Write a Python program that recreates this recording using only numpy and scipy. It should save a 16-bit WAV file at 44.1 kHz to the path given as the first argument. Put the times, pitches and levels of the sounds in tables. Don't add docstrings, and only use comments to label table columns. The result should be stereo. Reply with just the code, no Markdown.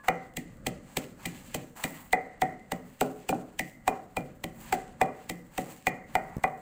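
import sys
import numpy as np
from scipy import signal
from scipy.fft import rfft, irfft, next_fast_len
from scipy.io import wavfile
from scipy.ndimage import uniform_filter1d

SR = 44100
rng = np.random.default_rng(int(sys.argv[2]) if len(sys.argv) > 2 else 0)


def persist_wave(psi):
    counts = np.round(np.clip(psi, -1, 1) * 32767).astype(np.int16)
    wavfile.write(sys.argv[1], SR, np.atleast_2d(counts).T)


def linear_from_db(decibels):
    return 10 ** (np.asarray(decibels, float) / 20)


N = 291501

# (time [s], bowl level [dB], floor thud level [dB], pestle level [dB], rim level [dB])
STRIKES = [(0.086, -13, -35, -26.5, -33), (0.372, -38.5, -37, -38, -44), (0.665, -30, -32, -39.5, -43),
           (0.968, -26.5, -33, -43, -40.5), (1.255, -39.5, -34, -39.5, -37.5),
           (1.545, -29, -33, -47, -38.5), (1.84, -30, -34, -31.5, -32.5), (2.132, -14, -36.5, -23.5, -32.5),
           (2.42, -17.5, -31, -27.5, -40), (2.721, -29.5, -32.5, -39.5, -48.5),
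           (3.013, -14.5, -28.5, -66, -41), (3.292, -21.5, -30.5, -61, -33.5),
           (3.326, -20.5, -30, -55, -54), (3.595, -32, -36, -30, -38), (3.879, -14.5, -33.5, -39, -25),
           (4.169, -23.5, -32, -44, -28), (4.439, -34.5, -36.5, -41.5, -48), (4.728, -17, -35, -35.5, -47),
           (5.014, -14, -32, -32.5, -26.5), (5.297, -34.5, -35, -38, -43), (5.581, -25.5, -32.5, -40, -49),
           (5.869, -17, -34, -25.5, -23.5), (6.153, -12, -36.5, -29, -32.5), (6.44, -13, -37.5, -30.5, -31)]
# (time [s], crunch level [dB], coarse part level [dB],
# crackle afterwards level [dB], heap settling level [dB])
CRUSHES = [(0.0831, -18.5, -12, -48.5, -92), (0.3699, -24, -38.5, -56, -57.5), (0.6675, -20, -27, -42, -59),
           (0.9699, -17.5, -25, -40, -53.5), (1.2579, -23.5, -34, -51, -53), (1.5452, -21, -34, -40, -66.5),
           (1.8388, -19.5, -28, -39, -56), (2.1272, -20, -33, -47, -86), (2.4167, -21, -26.5, -48, -64),
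           (2.7189, -23, -22.5, -51, -63), (3.0088, -18, -40.5, -41, -57), (3.2895, -21.5, -31, -37, -56.5),
           (3.5925, -20.5, -35, -44, -56), (3.877, -19, -14.5, -44, -66.5), (4.1673, -26.5, -23, -52, -63),
           (4.44, -27.5, -33, -55.5, -64), (4.7247, -20.5, -14.5, -38.5, -50.5),
           (5.013, -21, -10.5, -46, -63), (5.2963, -22.5, -37.5, -46, -62), (5.5784, -24, -30, -48, -52),
           (5.8681, -20, -22, -41.5, -68), (6.1516, -24.5, -25, -53, -74), (6.436, -26, -42, -53, -66)]
# (frequency [Hz], density [dB per Hz])
LEAF_SPECTRUM = [(1650, 0.5), (2800, 0.5), (3760, -6.5), (4210, -4), (5520, -10.5), (7750, 1.5),
                 (9720, -10.5), (11400, -10), (13400, -13), (15200, 1), (16200, -29), (16600, -61),
                 (17000, -67)]
# (frequency [Hz], density [dB per Hz])
SCRAPE_SPECTRUM = [(300, 3), (600, 7.5), (800, 18), (1300, 11), (2000, 7), (2500, -1.5), (3500, -35),
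                   (5000, -20)]


def colour(x, points):
    size = next_fast_len(len(x))
    hz, db = np.transpose(points)
    log_hz = np.log(np.fft.rfftfreq(size, 1 / SR) + 1)
    gain = linear_from_db(np.interp(log_hz, np.log(hz), db, left=-90, right=-90))
    gain = gain / np.sqrt(np.mean(gain ** 2))
    return irfft(rfft(x, size) * gain, size)[:len(x)]


def add(out, s, x):
    i = int(s * SR)
    out[i:i + len(x)] += x[:len(out) - i]


def walk(rate):
    hold = int(SR / rate)
    steps = np.repeat(rng.standard_normal(N // hold + 1), hold)
    return 1.2 * uniform_filter1d(steps, hold)[:N]


def ring(modes, chance, swell_ms, detune=.005, scatter_db=2.0):
    t = np.arange(SR // 2) / SR
    hz, db, t60 = np.array(modes, float).T[:, :, None]
    count = len(hz)
    hz = hz * (1 + detune * chance[0, :count, None])
    gain = linear_from_db(db + scatter_db * chance[1, :count, None])
    decay = np.exp(-np.log(1000) * t / t60)
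    waves = gain * decay * np.sin(2 * np.pi * hz * t)
    swell = (1 - np.exp(-t * 1000 / swell_ms)) ** 2
    return waves.sum(axis=0) * swell


def grains(per_s, spread_db):
    when, sign, size = rng.random((3, N))
    size_db = np.minimum(-spread_db * np.log(1 - size), 24)
    x = (when < per_s / SR) * np.sign(sign - .5) * linear_from_db(size_db)
    x = x / x.std() + .8 * rng.standard_normal(N)
    return x / x.std()


def clink():
    # (frequency [Hz], level [dB], t60 [s])
    dish = [(1070, -60.5, 0.31), (1160, -62, .2), (1690, -55, 0.19)]
    return ring(dish, np.zeros((2, 3)), swell_ms=0.088)


def air(loud):
    # (frequency [Hz], density [dB per Hz])
    hum_spectrum = [(12, -29), (20, 10.5), (70, 5.5), (237, 10.5), (401, -11), (561, 0.5), (677, -9),
                    (752, -46), (1170, -11), (2010, -20), (3000, -94), (3900, -63), (6600, -120)]
    keep = np.exp(-1 / (.25 * SR))
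    recent = signal.lfilter([1 - keep], [1, -keep], loud ** 2)
    duck = 1 / (1 + recent / linear_from_db(-78.0)) ** 0.21
    wander = linear_from_db(3 * walk(5))
    return linear_from_db(-59.0) * wander * duck * colour(rng.standard_normal(N), hum_spectrum)


def stirring():
    # (start [s], build-up [s], hold [s], fine level [dB], coarse level [dB])
    drags = [(0.029, 0.016, 0.0068, -60.5, -53), (0.782, 0.11, 0.065, -64.5, -65.5),
             (1.165, 0.036, 0.046, -63, -61.5), (1.318, 0.034, 0.25, -61, -66),
             (1.752, 0.021, 0.072, -54.5, -51.5), (1.88, 0.081, 0.058, -64, -62),
             (2.8, 0.085, 0.12, -72, -72), (3.123, 0.071, 0.09, -69, -72), (3.34, 0.055, 0.024, -68, -83),
             (4.516, 0.094, 0.088, -59.5, -61), (5.09, 0.12, .06, -68.5, -69),
             (5.495, .08, 0.0089, -59, -62), (5.614, 0.072, 0.039, -58, -59.5),
             (6.047, 0.097, .01, -64, -64), (6.197, 0.042, 0.14, -71, -60), (6.514, 0.079, 0.054, -75, -81)]
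    rest_db, rest_coarse_db = -76, -75.5
    settle_db_s, rock_db_s, stop_db_s = 107, 67, 112
    fine, coarse = np.full(N, linear_from_db(2 * rest_db)), np.full(N, linear_from_db(2 * rest_coarse_db))
    t = np.arange(SR // 2) / SR
    for s, *_, db in CRUSHES:
        settling = linear_from_db(2 * (db - settle_db_s * t))
        add(fine, s, settling)
        add(coarse, s, linear_from_db(2 * -12.5) * settling)
    for s, db, *_ in STRIKES:
        add(coarse, s, linear_from_db(2 * (db - 43 - rock_db_s * t)))
    for s, rise, hold, fine_db, coarse_db in drags:
        build = np.minimum(t / rise, 1) ** 2.1
        shape = build * linear_from_db(-2 * stop_db_s * np.maximum(t - rise - hold, 0))
        add(fine, s, linear_from_db(2 * fine_db) * shape)
        add(coarse, s, linear_from_db(2 * coarse_db) * shape)
    return np.sqrt(fine), np.sqrt(coarse)


def rustle():
    fine, coarse = stirring()
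    bright = (fine / linear_from_db(-65.5)) ** 0.15
    fine = colour(fine * linear_from_db(1.5 * walk(40)) * grains(4000, 2.5), LEAF_SPECTRUM)
    top = signal.sosfiltfilt(signal.butter(2, 10500., "high", fs=SR, output="sos"), fine)
    low = signal.sosfiltfilt(signal.butter(2, 5500., "low", fs=SR, output="sos"), fine)
    top_gain = bright * linear_from_db(2 * walk(15) + 2 * walk(4))
    low_gain = linear_from_db(2 * walk(15))
    fine += top * (top_gain - 1) + low * (low_gain - 1)
    coarse = coarse * linear_from_db(1.5 * walk(25)) * grains(3000, 2.5)
    return fine + colour(coarse, SCRAPE_SPECTRUM)


def crush():
    # (frequency [Hz], density [dB per Hz])
    snap_spectrum = [(1650, -1.5), (2800, 4), (5400, -8), (8300, 2), (10100, -13), (12700, -8.5),
                     (14900, -4), (16100, -10), (17000, -57)]
    # (time [s], level [dB])
    stems = [
        (0.337, -50),
        (2.108, -49),
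        (2.377, -60),
        (3.3444, -44),
        (4.207, -46.5),
        (5.5994, -50),
        (6.478, -46),
    ]
    snap, fine, coarse, jolt = np.zeros((4, N))
    t = np.arange(SR // 10) / SR * 1000 - 30
    late = t - 3.0
    for s, db, coarse_db, after_db, _ in CRUSHES:
        bowl_db = min(STRIKES, key=lambda strike: abs(strike[0] - s))[1]
        rise_ms = 1.1 - 0.16 * bowl_db
        burst = np.exp(np.where(late < 0, -(late / (.7 * rise_ms)) ** 2, -late / 1.2))
        enter = linear_from_db(-19) * (late < 0) * np.exp(np.minimum(late, 0) / 7)
        after = (late > 0) * np.exp(-(late / 22.4) ** 4)
        add(snap, s - .03, linear_from_db(db - 11.0) * burst)
        add(fine, s - .03, linear_from_db(db - 7.0) * enter + linear_from_db(after_db - 7.5) * after)
        add(coarse, s - .03, linear_from_db(coarse_db - 12.0) * (burst + enter))
        shove = np.exp(-((late - 3.0) / 3.15) ** 2)
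        add(jolt, s - .03, linear_from_db(-33.5 + 0.24 * bowl_db) * shove)
    for s, db in stems:
        add(snap, s - .03, linear_from_db(db - 9.5) * np.exp(-((t - 1.5) / 1.0) ** 2))
    jolt = signal.sosfilt(signal.butter(1, 22., "high", fs=SR, output="sos"), jolt)
    crackle = colour(snap * grains(12000, 2.3), snap_spectrum)
    crackle += colour(fine * grains(4000, 0.95), LEAF_SPECTRUM)
    return crackle + colour(coarse * grains(5000, 5.3), SCRAPE_SPECTRUM), jolt


def wall(low_hz, high_hz, db, t60):
    t = np.arange(SR // 2) / SR
    sos = signal.butter(2, [low_hz, high_hz], "band", fs=SR, output="sos")
    band = signal.sosfilt(sos, rng.standard_normal(len(t)))
    decay = np.exp(-np.log(1000) * t / t60)
    return linear_from_db(db) * band / band.std() * decay * np.minimum(t / .012, 1)


def room(x):
    # (centre [Hz], t60 [s], level [dB])
    octaves = [(137.3, 0.51, 0.5), (333, 0.55, -1), (522, 0.45, -2), (1067, 0.45, -6), (2350, 0.39, -12.5),
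               (4680, 0.58, -16.5), (9900, 0.075, -64)]
    t = np.arange(SR // 2) / SR
    tail, noise = 0, rng.standard_normal(len(t))
    for hz, t60, db in octaves:
        sos = signal.butter(2, [hz / np.sqrt(2), hz * np.sqrt(2)], "band", fs=SR, output="sos")
        band = signal.sosfilt(sos, noise)
        build = np.clip((t - .004) / 0.0089, 0, 1)
        fade = np.exp(-np.log(1000) * t / t60) * build
        tail = tail + linear_from_db(db) * band * fade / np.sqrt(np.sum(fade ** 2))
    return signal.fftconvolve(x, tail)


def blows():
    # (frequency [Hz], level [dB], t60 [s])
    bowl = [(800, 3, .012), (754, -2, .1), (770, -18, .32), (842, -11, .08), (1100, 0, .014),
            (1400, 1, .012)]
    floor = [(150, -8, .12), (173, -4, .15), (210, -6, .1), (250, 0, .12), (316, -4, .1), (360, -6, .08)]
    belly = [(409, -2, .06), (460, -4, .05), (497, -1, .06), (540, -2, .05), (614, 0, .06), (670, -4, .05)]
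    pestle = [(1869, -13.5, 0.23), (1947, -7.5, .1), (2002, 7.5, 0.049), (2122, -13, .12),
              (2102, -7.5, 0.043), (2200, -4, 0.055)]
    rim = [(2433, 0, .07), (2410, -20, .25), (2900, -5, .015), (3340, -9, .012)]
    # (low edge [Hz], high edge [Hz], level [dB], t60 [s])
    clay_wall = (1894, 2078, -19.5, 0.6)
    clay_bottom = (731, 837, -26, 0.2547)
    out = np.zeros(N)
    chance = rng.standard_normal((len(STRIKES), 5, 2, 6))
    for (s, db, floor_db, pestle_db, rim_db), c in zip(STRIKES, chance):
        belly_db = 15 + 0.57 * db + 0.93 * floor_db
        x = linear_from_db(db - 4.0) * ring(bowl, c[0], swell_ms=1.0)
        x += linear_from_db(floor_db + 3.0) * ring(floor, c[1], swell_ms=5.26, detune=0.027)
        x += linear_from_db(belly_db - 1.5) * ring(belly, c[2], swell_ms=2.2, detune=0.074)
        x += linear_from_db(pestle_db - 3.5) * ring(pestle, c[3], swell_ms=0.36)
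        x -= linear_from_db(rim_db - 2.0) * ring(rim, c[4], swell_ms=0.38)
        wet = room(x)
        wet[:len(x)] += x + linear_from_db(pestle_db) * wall(*clay_wall) + linear_from_db(db) * wall(*clay_bottom)
        add(out, s - .0003, wet)
    return out


def taps():
    # (time [s], level [dB])
    finger = [
        (6.3673, -27),
        (6.382, -34.5),
        (6.396, -45),
    ]
    out, t = np.zeros(N), np.arange(SR // 50) / SR * 1000
    push = np.exp(-((t - 1.8) / 0.65) ** 2)
    push -= 0.77 * np.exp(-((t - 4.3) / 1.6) ** 2)
    tick = uniform_filter1d(rng.standard_normal(len(t)), size=2)
    push += linear_from_db(-19.5) * tick * np.exp(-((t - 2.2) / 0.88) ** 2)
    for s, db in finger:
        add(out, s - .001, linear_from_db(db) * push)
    return out


def scene():
    # (frequency [Hz], level [dB])
    width = [(3100, -34), (3900, -12), (5200, 10), (6300, -1.5), (7600, -18), (9000, -1.5), (10500, 8),
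             (13000, 5), (14500, -2), (16500, -9)]
    crunch, jolt = crush()
    strikes = blows()
    mid = strikes + crunch + room(crunch)[:N] + jolt + rustle() + taps() + air(strikes)
    add(mid, 0, clink())
    side = linear_from_db(-15.0) * colour(mid, width)
    side = colour(side * np.sign(walk(300)), [(3300, -39), (3700, -6.0), (16000, 0.5), (16400, -40)])
    return np.array([mid + side, mid - side])


def band_limit(x):
    return signal.sosfilt(signal.butter(12, 17140, fs=SR, output="sos"), x)


def record(dry):
    mix = 0.54 * np.tanh(dry / 0.31)
    return band_limit(mix)


dry = scene()
out = record(dry)
persist_wave(out)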